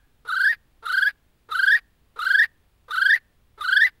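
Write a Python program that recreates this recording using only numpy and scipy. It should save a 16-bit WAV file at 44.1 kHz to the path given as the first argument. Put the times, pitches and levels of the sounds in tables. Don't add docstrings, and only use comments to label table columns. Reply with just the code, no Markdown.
import sys
import numpy as np
from scipy import signal
from scipy.fft import rfft, irfft, next_fast_len
from scipy.io import wavfile
from scipy.ndimage import uniform_filter1d

SR = 44100
rng = np.random.default_rng(int(sys.argv[2]) if len(sys.argv) > 2 else 0)


def put_to_file(sound):
    columns = np.atleast_2d(sound).T
    safe = np.clip(columns, -1, 1)
    whole_steps = np.round(safe * 32767)
    wavfile.write(sys.argv[1], SR, whole_steps.astype(np.int16))


def gain_from_db(level_db):
    decades = np.asarray(level_db, float) / 20
    return 10 ** decades


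N = 176400

# croak start t/s, whistle start t/s, whistle end t/s, croak level/dB, second overtone level/dB
CALLS = [
    (0.248, 0.274, 0.53, -44, -4),
    (.823, 0.85, 1.09, -43.5, -0.5),
    (1.486, 1.507, 1.773, -44, -0.2),
    (2.158, 2.186, 2.441, -43.5, -1),
    (2.88, 2.904, 3.163, -44.5, -0.5),
    (3.575, 3.605, 3.874, -45.5, 1.4),
]
# crest t/s, crest f/Hz, trough t/s, trough f/Hz, knee of the climb f/Hz
STROKES_1 = [(0.289, 1462, 0.303, 1193, 1464), (0.326, 1550, 0.346, 1279, 1366),
             (0.371, 1612, 0.39, 1331, 1465), (0.412, 1649, 0.428, 1399, 1481),
             (0.455, 1757, 0.47, 1505, 1608), (0.507, 1879, 0.527, 1696, 1831)]
STROKES_2 = [(0.862, 1442, 0.876, 1185, 1339), (0.901, 1526, 0.917, 1263, 1331),
             (0.945, 1616, 0.961, 1363, 1450), (0.983, 1645, 1.0, 1379, 1491),
             (1.029, 1691, 1.045, 1441, 1477), (1.074, 1699, 1.089, 1640, 1596)]
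STROKES_3 = [(1.519, 1343, 1.529, 1177, 1304), (1.553, 1533, 1.57, 1282, 1322),
             (1.596, 1618, 1.611, 1359, 1382), (1.638, 1636, 1.653, 1387, 1453),
             (1.682, 1691, 1.694, 1475, 1515), (1.723, 1853, 1.737, 1619, 1663),
             (1.757, 1921, 1.773, 1685, 1791)]
STROKES_4 = [(2.192, 1320, 2.2, 1167, 1323), (2.226, 1486, 2.24, 1272, 1307),
             (2.27, 1596, 2.285, 1346, 1366), (2.311, 1654, 2.326, 1406, 1461),
             (2.353, 1692, 2.368, 1479, 1535), (2.396, 1859, 2.409, 1610, 1606),
             (2.431, 1983, 2.446, 1747, 1788)]
STROKES_5 = [(2.909, 1216, 2.917, 1191, 1246), (2.937, 1539, 2.958, 1215, 1446),
             (2.982, 1566, 2.997, 1305, 1351), (3.024, 1651, 3.036, 1393, 1453),
             (3.065, 1656, 3.079, 1466, 1507), (3.106, 1857, 3.123, 1588, 1599),
             (3.144, 2016, 3.163, 1803, 1801)]
STROKES_6 = [(3.612, 1265, 3.624, 1139, 1268), (3.648, 1509, 3.667, 1230, 1365),
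             (3.688, 1581, 3.707, 1325, 1387), (3.732, 1655, 3.744, 1412, 1459),
             (3.774, 1747, 3.785, 1490, 1538), (3.817, 1872, 3.832, 1670, 1613),
             (3.855, 2027, 3.874, 1800, 2007)]
# climb level/dB, crest level/dB, push after the crest level/dB, choke level/dB
EFFORT_1 = [(-34, -27.5, -18.5, -21.5), (-18.5, -26, -25.5, -17.5), (-22.5, -25.5, -22, -21.5),
            (-18, -23, -18, -21.5), (-18, -21.5, -17.5, -16), (-19.5, -22, -20, -26)]
EFFORT_2 = [(-27.5, -31.5, -17, -28), (-20.5, -27.5, -19.5, -20), (-19.5, -25, -19.5, -22.5),
            (-18.5, -18, -16.5, -22.5), (-20.5, -18.7, -15, -24), (-20.5, -19, -19.5, -22)]
EFFORT_3 = [(-29.5, -22, -17, -24), (-23, -24, -19.5, -20.2), (-20.7, -20.5, -18, -23.5),
            (-21, -15.5, -16, -24.5), (-19, -17.5, -13.5, -20.5), (-15.5, -18, -12.5, -15.5),
            (-15.5, -16, -19, -25.5)]
EFFORT_4 = [(-33.0, -21.3, -19, -28), (-21, -27.5, -18, -21.0), (-19.5, -21.5, -20, -24),
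            (-19, -18, -14.5, -26), (-18.5, -15.5, -13.5, -28.5), (-18.5, -13.5, -12.5, -15.5),
            (-16.5, -10.5, -20.5, -17.5)]
EFFORT_5 = [(-23.5, -20, -28.5, -21.5), (-26.8, -30, -29.5, -18), (-18, -22.5, -19, -22),
            (-20, -16.5, -15.5, -27), (-19.5, -15, -14, -27), (-17, -15, -14, -17.1),
            (-14, -11.5, -13.5, -21)]
EFFORT_6 = [(-24, -23, -22.5, -24), (-28.5, -26.5, -21.5, -20.5), (-20.5, -23.5, -22, -19),
            (-18.5, -18, -15, -23.9), (-19.1, -13.5, -15, -22.5), (-19, -17.5, -11.5, -14.5),
            (-12, -13.2, -14.5, -22.4)]


def bird():
    earlier_s, earlier_db = 0.36, 6.5
    strokes = [STROKES_1, STROKES_2, STROKES_3, STROKES_4, STROKES_5, STROKES_6]
    efforts = [EFFORT_1, EFFORT_2, EFFORT_3, EFFORT_4, EFFORT_5, EFFORT_6]
    out = np.zeros(N + 2 * SR)
    for times, moves, effort in zip(CALLS, strokes, efforts):
        place(out, call(*times, moves, effort), 1 + times[0])
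    earlier = call(*CALLS[1], strokes[1], efforts[1])
    place(out, gain_from_db(earlier_db) * earlier, 1 - earlier_s)
    return out


def place(out, sound, seconds):
    at = round(seconds * SR)
    out[at:at + len(sound)] += sound


def call(begin, start, end, croak_db, second_db, strokes, effort):
    t = np.arange(0, end - begin + 0.1, 1 / SR)
    s = t + begin
    crest, _, fall, _, _ = np.transpose(strokes)
    before = np.append(start, fall[:-1])
    knee = before + 0.6 * (crest - before)
    hz, peak = pitch(s, start, knee, strokes)
    db, stress, nick = push(s, knee, crest, effort)
    pinch = np.minimum(stress, 0)

    broken = np.clip((s - end) / 0.0051 + 1, 0, 1)
    db = db + 7 * broken * np.minimum(wobble(len(t), 0.0015) - 0.5, 0)
    roughness = 0.003 * (1 - pinch / 5 + 18 * broken)
    turns = np.cumsum(hz * (1 + roughness * wobble(len(t), 0.0002))) / SR

    gape = np.clip((s - start) / (end - start), 0, 1)
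    mouth = 3788 + (4780 - 3788) * gape
    sound = whistle(s, start, end, second_db, hz, turns, mouth, db, stress, nick, peak)
    sound += breath(s, start, end, turns, db, pinch)
    sound += gasp(s, end)
    sound += beak_hiss(t, s, start, end, turns, gape, mouth, pinch, peak)
    shut = np.clip((end + 0.032 - s) / 0.012, 0, 1) ** 2
    return shut * sound + croak(t, start - begin, croak_db)


def pitch(s, start, knee, strokes):
    crest, top, fall, low, knee_hz = np.transpose(strokes)
    middle = (crest + fall) / 2
    middle_hz = top - 0.33 * (top - low)
    times = np.ravel([knee, crest, middle, fall], "F")
    hz = np.interp(s, times, np.ravel([knee_hz, top, middle_hz, low], "F"))
    knots = np.append(start, np.ravel([crest, fall], "F"))
    swing = np.interp(s, knots, np.arange(len(knots)) % 2)
    return uniform_filter1d(hz, round(0.0045 * SR)), swing ** 2 - 0.4


# t/s, depth level/dB
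CRACKS = [(0.32, -16.5), (0.3523, -11.5), (0.3906, -6.5), (0.3936, -5.5), (0.8917, -13.5), (0.9246, -22),
          (0.9655, -14), (1.0072, -22.5), (1.576, -5), (1.6167, -10), (1.6582, -15), (1.662, -20.5),
          (2.2464, -20.5), (2.2511, -18.5), (2.2885, -6), (2.4304, -9.5), (2.9584, -6), (2.9604, -10),
          (2.9652, -9.5), (3.075, -10.5), (3.636, -16), (3.6707, -10.5), (3.7086, -12.5), (3.7117, -10)]
# t/s, depth level/dB
NICKS = [(0.283, -4), (.429, -5), (.451, -5), (.492, -5), (.982, -5.5), (1.015, -3), (1.045, -5),
         (1.587, -4), (1.638, -3), (1.717, -11), (1.737, -2), (1.762, -6), (2.299, -3.5), (2.394, -6.5),
         (2.411, -4.5), (3.011, -5), (3.023, -3), (3.104, -6), (3.124, -3.5), (3.143, -5), (3.156, -6),
         (3.732, -0.5), (3.774, -4), (3.811, -4), (3.830, -2.5), (3.844, -5)]


def push(s, knee, crest, effort):
    push_s, choke_s = 0.006, 0.011
    times = np.ravel([knee, crest, crest + push_s, crest + choke_s], "F")
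    force = np.interp(s, times, np.ravel(effort))
    db = uniform_filter1d(force, round(0.024 * SR))
    return db, force - db + dips(s, CRACKS), dips(s, NICKS)


def dips(s, events):
    return sum(depth * np.exp(-((s - at) / 0.002) ** 2) for at, depth in events)


OVERTONE_DB = [0, -19, -18.5, -32.5, -23.5, -28, -26, -32.5, -39.5]
CREST_DB = [1.5, 14, 2.5, 10.5, 13, 10, 12, 11.5, 10]
# f/Hz, level/dB
TRACT = [(800, -9.5), (1150, -8.5), (1400, -3.5), (1650, 2), (1850, 3), (2050, -6.5), (2400, -21),
         (2900, -5.5),
         (3350, 2.5), (3900, -7), (4500, -8), (5300, -10.5), (6200, -20), (8000, -18.5), (11300, -21),
        (14500, -21.5)]


def whistle(s, start, end, second_db, hz, turns, mouth, db, stress, nick, peak):
    hoarse = np.clip((s - end) / 0.041 + 1, 0, 1.5)
    tone = np.zeros(len(s))
    for k, (overtone_db, crest_db) in enumerate(zip(OVERTONE_DB, CREST_DB)):
        own_hz = (k + 1) * hz
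        level = overtone_db + crest_db * peak
        level = level + 8 * np.exp(-((own_hz - mouth) / 300) ** 2)
        shimmer = 1.4 * wobble(len(s), 0.0041)
        if k == 0:
            level += stress + nick + 0.25 * shimmer
        else:
            level += 0.35 * stress - 10 * hoarse + 2.35 * shimmer
        if k == 1:
            level += second_db
        blur = 0.075 * max(k - 2, 0) ** 1.5 * wobble(len(s), 0.0015)
        tone += gain_from_db(level) * np.cos(2 * np.pi * (k + 1) * turns + blur) * (own_hz < 15000)
    fade = gain_from_db(db - 1000 * np.maximum(s - end, 0))
    rise = np.clip((s - start) / 0.006, 0, 1)
    return coloured(np.sqrt(2) * rise * fade * tone, TRACT)


def pulsing(turns):
    return 1 + 0.38 * np.cos(2 * np.pi * turns)


# f/Hz, level/dB
AIR = [(330, -30), (460, -14.5), (700, -23.5), (1100, -17.5), (1900, -1), (2500, -21), (3400, -3),
       (4500, -12.5),
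       (5900, -22), (8000, -22), (11300, -18), (13500, -25.5), (15500, -27)]


def breath(s, start, end, turns, db, pinch):
    rise = np.clip((s - start) / 0.006, 0, 1)
    level = -48.5 + 0.52 * (db + 19.5) - 7 * np.tanh(pinch / 10)
    level += 3 * wobble(len(s), 0.0087) - 800 * np.maximum(s - end, 0)
    noise = pulsing(turns) * rng.standard_normal(len(s))
    return rise * gain_from_db(level) * evened(coloured(noise, AIR))


# f/Hz, level/dB
GASP = [(280, -39), (450, -20.5), (1100, -16.5), (1850, 3.5), (2450, -6.5), (3200, -17.5), (4500, -13.5),
        (5600, -31),
        (8000, -43), (11500, -29), (15000, -52)]


def gasp(s, end):
    level = -34.5 - 500 * np.maximum(s - end, 0) + 3 * wobble(len(s), 0.0015)
    swell = np.exp(np.minimum(s - end, 0) / 0.014)
    return gain_from_db(level) * swell * evened(coloured(rng.standard_normal(len(s)), GASP))


# from f/Hz, to f/Hz, width f/Hz, from level/dB, to level/dB
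SIZZLE = [
    (7300, 9400, 270, -69, -64),
    (9200, 12000, 500, -64, -65),
    (10870, 12000, 320, -59.5, -56.5),
    (12500, 10000, 700, -62.5, -64.5),
]


def beak_hiss(t, s, start, end, turns, gape, mouth, pinch, peak):
    opening = 0.12 + 0.74 * np.clip((s - start + 0.0088) / 0.017, 0, 1)
    fade = gain_from_db(3 * wobble(len(t), 0.0042) - 800 * np.maximum(s - end, 0))
    flow = opening * np.clip(t / 0.004, 0, 1) * fade
    mouth_db = -48.5 + 1.5 * gape - 0.5 * np.tanh(pinch / 10)
    air = gain_from_db(mouth_db) * resonate(rng.standard_normal(len(t)), mouth, 300)
    gate = pulsing(turns)
    for from_hz, to_hz, width, from_db, to_db in SIZZLE:
        band = resonate(rng.standard_normal(len(t)), from_hz + (to_hz - from_hz) * gape, width)
        level = from_db + (to_db - from_db) * gape + 2.5 * peak + 3 * wobble(len(t), 0.012)
        air += gate * gain_from_db(level) * band
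    return flow * air


# f/Hz, width f/Hz, level/dB
CROAK = [
    (410, 150, 0),
    (710, 160, -7),
    (900, 180, -2),
    (1306, 220, 11.5),
    (3400, 330, -4.5),
    (3900, 640, -1.5),
    (10910, 1200, -15),
]


def croak(t, length, db):
    pulse_hz, jitter, air = 450, 0.15, 0.55
    turns = np.cumsum(pulse_hz * (1 + jitter * wobble(len(t), 0.00063))) / SR
    pulses = evened(np.diff(np.floor(turns), prepend=-1))
    drive = pulses + air * rng.standard_normal(len(t))
    u = t[:900]
    ring = np.zeros(len(u))
    for k, (hz, width, level) in enumerate(CROAK):
        decay = np.exp(-np.pi * width * u)
        ring += (-1) ** k * gain_from_db(level) * decay * np.sin(2 * np.pi * hz * u)
    ring = signal.lfilter(*signal.butter(4, 290, btype="high", fs=SR), ring)
    shape = np.clip(t / 0.005, 0, 1) * gain_from_db(-1200 * np.maximum(t - length, 0))
    return gain_from_db(db) * shape * evened(signal.oaconvolve(drive, ring)[:len(t)])


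# delay t/s, level/dB
BOUNCE = [(0.002484, -14.5), (0.0014, -20.5), (.0033, -20.5), (0.0059, -14)]


def forest(x):
    t60_s, delay_s, echo_db, top_hz = 0.5, 0.022, -52.5, 8000
    near = np.zeros(600)
    near[0] = 1
    for delay, db in BOUNCE:
        near[round(delay * SR)] = gain_from_db(db)
    t = np.arange(SR) / SR
    tail = rng.standard_normal(SR) * gain_from_db(-60 * t / t60_s) * np.clip(t / delay_s - 1, 0, 1)
    tail = signal.lfilter(*signal.butter(1, top_hz, fs=SR), tail)
    tail /= np.linalg.norm(tail)
    close = signal.oaconvolve(x, near)[:len(x)]
    return close + gain_from_db(echo_db) * signal.oaconvolve(x, tail)[:len(x)]


# f/Hz, level/dB
FLOOR = [(20, -2), (60, -1.5), (130, -12.5), (250, -18), (700, -26), (3500, -32), (6000, -40), (15800, -39)]
# f/Hz, level/dB
WHINE = [(15625, -87)]


def night_floor():
    t = np.arange(N) / SR
    noise = gain_from_db(-61.5) * evened(coloured(rng.standard_normal(N), FLOOR))
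    return noise + sum(np.sqrt(2) * gain_from_db(db) * np.sin(2 * np.pi * hz * t) for hz, db in WHINE)


def evened(x):
    return x / np.sqrt(np.mean(x ** 2) + 1e-20)


def coloured(x, points):
    size = next_fast_len(len(x))
    f, db = np.transpose(points)
    hz = np.fft.rfftfreq(size, 1 / SR) + 1
    gain = gain_from_db(np.interp(np.log(hz), np.log(f), db))
    return irfft(rfft(x, size) * gain, size)[:len(x)]


def wobble(count, seconds):
    size = max(round(seconds * SR), 2)
    drift = uniform_filter1d(rng.standard_normal(count), size)
    return evened(uniform_filter1d(drift, size))


def resonate(x, hz, width):
    turn = np.exp(2j * np.pi * np.cumsum(hz) / SR)
    r = np.exp(-np.pi * width / SR)
    ring = signal.lfilter([1], np.convolve([1, -r], [1, -r]), x / turn)
    return evened((turn * ring).real)


def scene():
    return (forest(bird())[SR:SR + N] + night_floor())[None]


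def roll_off(x):
    return signal.sosfilt(signal.butter(12, 15850, fs=SR, output="sos"), x)


def record(dry):
    return roll_off(dry)


dry = scene()
out = record(dry)
put_to_file(out)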